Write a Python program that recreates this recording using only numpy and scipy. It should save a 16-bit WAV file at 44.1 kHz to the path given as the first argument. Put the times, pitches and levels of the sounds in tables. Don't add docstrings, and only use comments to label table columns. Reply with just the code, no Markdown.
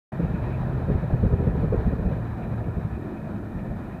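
import sys
import numpy as np
from scipy import signal
from scipy.fft import rfft, irfft
from scipy.io import wavfile
from scipy.ndimage import uniform_filter1d, map_coordinates

SR = 44100
rng = np.random.default_rng(int(sys.argv[2]) if len(sys.argv) > 2 else 0)


def dump_mix(stems):
    frames = np.atleast_2d(stems).T
    limited = np.clip(frames, -1, 1)
    pcm = np.round(limited * 32767).astype(np.int16)
    wavfile.write(sys.argv[1], SR, pcm)


N = 176400


def undb(db):
    return 10 ** (np.asarray(db) / 20)


def times():
    return np.arange(N) / SR


def curve(table, column=1):
    rows = np.array(table)
    return np.interp(times(), rows[:, 0], rows[:, column])


def noise(spectrum):
    hz, db = np.array(spectrum).T
    bins = np.maximum(np.arange(N // 2 + 1) * SR / N, 1)
    gain = undb(np.interp(np.log(bins), np.log(hz), db)) / (1 + (bins / (2 * hz[-1])) ** 2)
    y = irfft(rfft(rng.standard_normal(N)) * gain, N)
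    return y / y.std()


def walk(rate):
    hold = max(int(SR / rate), 1)
    steps = rng.standard_normal(N)[np.arange(N) // hold]
    y = uniform_filter1d(uniform_filter1d(steps, hold), hold // 2 + 1)
    return (y - y.mean()) / y.std()


def even(y, window_s=.03):
    return y / np.sqrt(uniform_filter1d(y ** 2, int(window_s * SR)) + 1e-9)


def tyre_roar(speed, level_db=-33.5, rough_db=1.6):
    # frequency in Hz, relative level in dB.
    colour = [(20, -28.5), (40, -10.5), (65, -5.5), (120, 2.5), (200, -0.5), (260, -8.5), (303, -11),
              (345, -5.5), (410, -12.5), (520, -14), (620, -8.5), (750, -13.5), (830, -32.5), (1200, -54)]
    return even(noise(colour)) * undb(level_db + 26 * np.log10(speed) + rough_db * walk(8.1))


def outside_rush(flicker_db=1.13):
    # frequency in Hz, relative level in dB.
    colour = [(400, -25.5), (650, -4.5), (750, 7), (830, 3.5), (990, 4.5), (1120, -1.5), (1280, 0.5),
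              (1420, -5.5), (1530, -4), (1700, -0.5), (1830, -7.5), (1970, -12), (2160, -13), (2330, -11),
              (2440, -15), (2560, -24), (2720, -23), (3000, -19.5), (3260, -25), (3850, -19.5), (4400, -29),
              (5500, -36.5), (9000, -45)]
    # time in seconds, level in dB.
    ride = [(.12, -44), (.55, -43.5), (1.1, -44.8), (1.8, -44.5), (2.2, -45.5), (2.9, -48), (3.45, -48.5),
            (3.7, -47.5), (4, -47.5)]
    return noise(colour) * undb(curve(ride) + flicker_db * walk(35))


def drone():
    # frequency in Hz, relative level in dB.
    colour = [(120, -19), (210, 1), (265, -1.5), (300, -0.5), (340, -1), (380, -7), (430, -11),
              (900, -52.5)]
    # time in seconds, level in dB.
    ride = [(.12, -44), (2.9, -45), (3.02, -36), (3.13, -34.5), (3.21, -48), (3.32, -37.5), (3.55, -41),
            (4, -44.5)]
    return even(noise(colour)) * undb(curve(ride))


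def drivetrain(speed, start_hz=134.5, wander=.0056, whine_ratio=34.8, whine_db=-82):
    # time in seconds, fundamental in dB, octave in dB.
    swells = [(.12, -41.5, -59), (.5, -33, -48), (.8, -30.5, -52.5), (1.1, -34, -50), (2.4, -34, -42.5),
              (2.85, -41, -44.5), (3.05, -43, -39), (3.5, -38.5, -40.5), (4, -47, -41.5)]
    hz = start_hz * speed * (1 + wander * walk(7.2))
    phase = 2 * np.pi * np.cumsum(hz) / SR
    hum = sum(undb(curve(swells, column=k)) * np.sin(k * phase) for k in (1, 2))
    resonance = 1 / np.sqrt(1 + ((whine_ratio * hz - 4080) / 290) ** 4)
    whine_gain = resonance * undb(whine_db + 4 * walk(12))
    whine = whine_gain * np.sin(whine_ratio * phase + 1.1 * walk(60))
    return np.sqrt(2) * (hum + whine)


def window_wind(attack_s=.011, release_s=.013, flutter_hz=440):
    # time in seconds, relative strength in dB.
    ride = [(.12, -17), (.32, -2), (.6, -5), (.8, -3.5), (1.08, -4.5), (1.3, 0), (1.45, 1.5), (1.7, 0.5),
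            (1.85, -2), (2.15, -3), (2.3, -6.5), (2.75, -7.5), (2.95, -11.5), (3.08, -15.5), (3.65, -10.5),
            (4, -13.5)]
    # peak time in seconds, hold in seconds, thump in dB, boom in dB,
    # flutter in dB, flutter centre in Hz.
    gusts = [(.198, 0.007, -46, -22.5, -29, 479.5), (.23, .017, -28, -23, -36, 458.2),
             (.34, 0.0065, -26, -27.5, -50, 441.5), (.42, 0.012, -26.5, -46, -53, 438.7),
             (.89, .021, -24.5, -23, -25.5, 420), (.951, .012, -20.5, -30, -36, 401.2),
             (1.033, 0.0059, -31, -25.5, -32.5, 587.5), (1.104, 0.0058, -37, -43, -33, 581.6),
             (1.132, .016, -17.5, -30, -38, 481.2), (1.232, 0.033, -18, -22, -29.5, 419.3),
             (1.329, 0.0093, -17, -28, -27, 431.2), (1.398, 0.0067, -22, -23.5, -35, 400.8),
             (1.472, 0.013, -26, -22, -32, 459.5), (1.583, 0.0071, -28, -17.5, -54, 400),
             (1.635, 0.012, -31, -23.5, -29, 471), (1.726, 0.021, -28, -32.5, -24, 439.8),
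             (1.78, 0.011, -19.5, -36, -50, 438), (1.864, .014, -18, -20.5, -35.5, 418),
             (1.928, 0.0073, -26, -25, -32, 422), (1.992, 0.0092, -27, -32, -34, 458.7),
             (2.052, 0.021, -21, -24.5, -40, 460), (2.116, 0.0095, -31, -23.5, -32, 520),
             (2.52, .008, -32.5, -25, -39, 397.5), (2.678, 0.0061, -32, -27, -39, 441.8),
             (2.77, 0.02, -27, -27.5, -39, 440), (2.85, .008, -26.5, -30, -48, 440),
             (2.915, 0.048, -30.5, -53, -53, 440.3), (3.555, 0.011, -29, -28.5, -56, 440),
             (3.695, 0.017, -25, -34, -52, 439.5)]
    # frequency in Hz, relative level in dB.
    thump_colour = [(15, -35), (28, -15), (39, -1), (48, -0.5), (62, 6), (100, 1.5), (140, -3.5),
                    (200, -17), (300, -31), (1000, -49), (3000, -88)]
    boom_colour = [(60, -37), (115, -9), (160, 3), (205, -2.5), (260, -11), (330, -26.5), (700, -34),
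                   (2000, -66)]
    flutter_colour = [(120, -36.5), (250, 6), (340, 0.5), (440, 8), (540, 0.5), (680, -11.5), (850, -22.5),
                      (1500, -24.5), (4000, -67.5)]
    hiss_colour = [(600, -18), (1300, 5.5), (1800, -10.5), (2100, 0), (2450, -13), (2800, -3), (3800, -17),
                   (4500, -22), (6000, -42.5), (9000, -51)]
    t, strength = times(), curve(ride)
    eddies_db = walk(22)
    thump_db = -27.5 + strength + eddies_db
    boom_db = -35 + .5 * strength + eddies_db
    flutter_db = -39 + 1.55 * strength + 3.5 * walk(38)
    powers = undb([thump_db, boom_db, flutter_db]) ** 2
    for peak, hold, *levels_db, _ in gusts:
        attack = np.clip((t - peak) / attack_s + 1, 0, 1)
        release = np.exp(-np.maximum(t - peak - hold, 0) / release_s)
        powers += np.outer(undb(levels_db), attack * release) ** 2
    hiss = noise(hiss_colour) * undb(-68.5 + .74 * strength + 2.5 * walk(40))
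    playhead = np.cumsum(curve(gusts, column=5) / flutter_hz)
    flutter = map_coordinates(noise(flutter_colour), [playhead], mode="wrap")
    layers = noise(thump_colour), noise(boom_colour), flutter
    return hiss + sum(np.sqrt(power) * even(layer) for power, layer in zip(powers, layers))


def window_gap(speed, drift=.008, flutter_db=2.2):
    # centre in Hz, width in Hz, level in dB at the starting speed.
    rings = [(1392, 170, -57), (1818, 170, -58), (2465, 230, -62.5)]
    out = 0
    for hz, width, db in rings:
        phase = 2 * np.pi * np.cumsum(hz * (1 + drift * walk(6))) / SR
        ring = walk(1.5 * width) * np.sin(phase) + walk(1.5 * width) * np.cos(phase)
        out = out + ring * undb(db + 24 * np.log10(speed) + flutter_db * walk(32))
    return out


def trim_scuffs(decay_s=.016):
    # frequency in Hz, relative level in dB.
    colour = [(600, -22), (1700, -4), (2400, 15), (3100, -7), (3900, -7), (5000, -25), (9000, -40)]
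    # start in seconds, level in dB, hold in seconds.
    scuffs = [(.225, -55.5, .035), (.43, -56, .02), (.5, -55, .06), (.915, -58, 0.022),
              (2.421, -54.5, 0.018), (2.639, -57, .006), (3.245, -59, .014), (3.585, -55, 0.0096),
              (3.915, -58.5, 0.013)]
    t = times()
    envelope = sum(undb(db) * (t >= start) * np.exp(-np.maximum(t - start - hold, 0) / decay_s)
                   for start, db, hold in scuffs)
    return noise(colour) * envelope


def scene(slowing_per_s=.066):
    speed = 1 - slowing_per_s * times()
    bed = tyre_roar(speed) + outside_rush() + drone() + drivetrain(speed)
    return (bed + window_wind() + window_gap(speed) + trim_scuffs())[None]


def record(dry):
    start_s, fade_s, hiss_db, top_hz = .119, .004, -69, 15250
    t = times()
    hiss = undb(hiss_db) * rng.standard_normal(N)
    gate = np.clip(np.minimum(t - start_s, t[-1] - t) / fade_s, 0, 1)
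    lowpass = signal.ellip(10, .1, 80, top_hz, fs=SR, output="sos")
    return signal.sosfilt(lowpass, (dry + hiss) * gate)


dry = scene()
out = record(dry)
dump_mix(out)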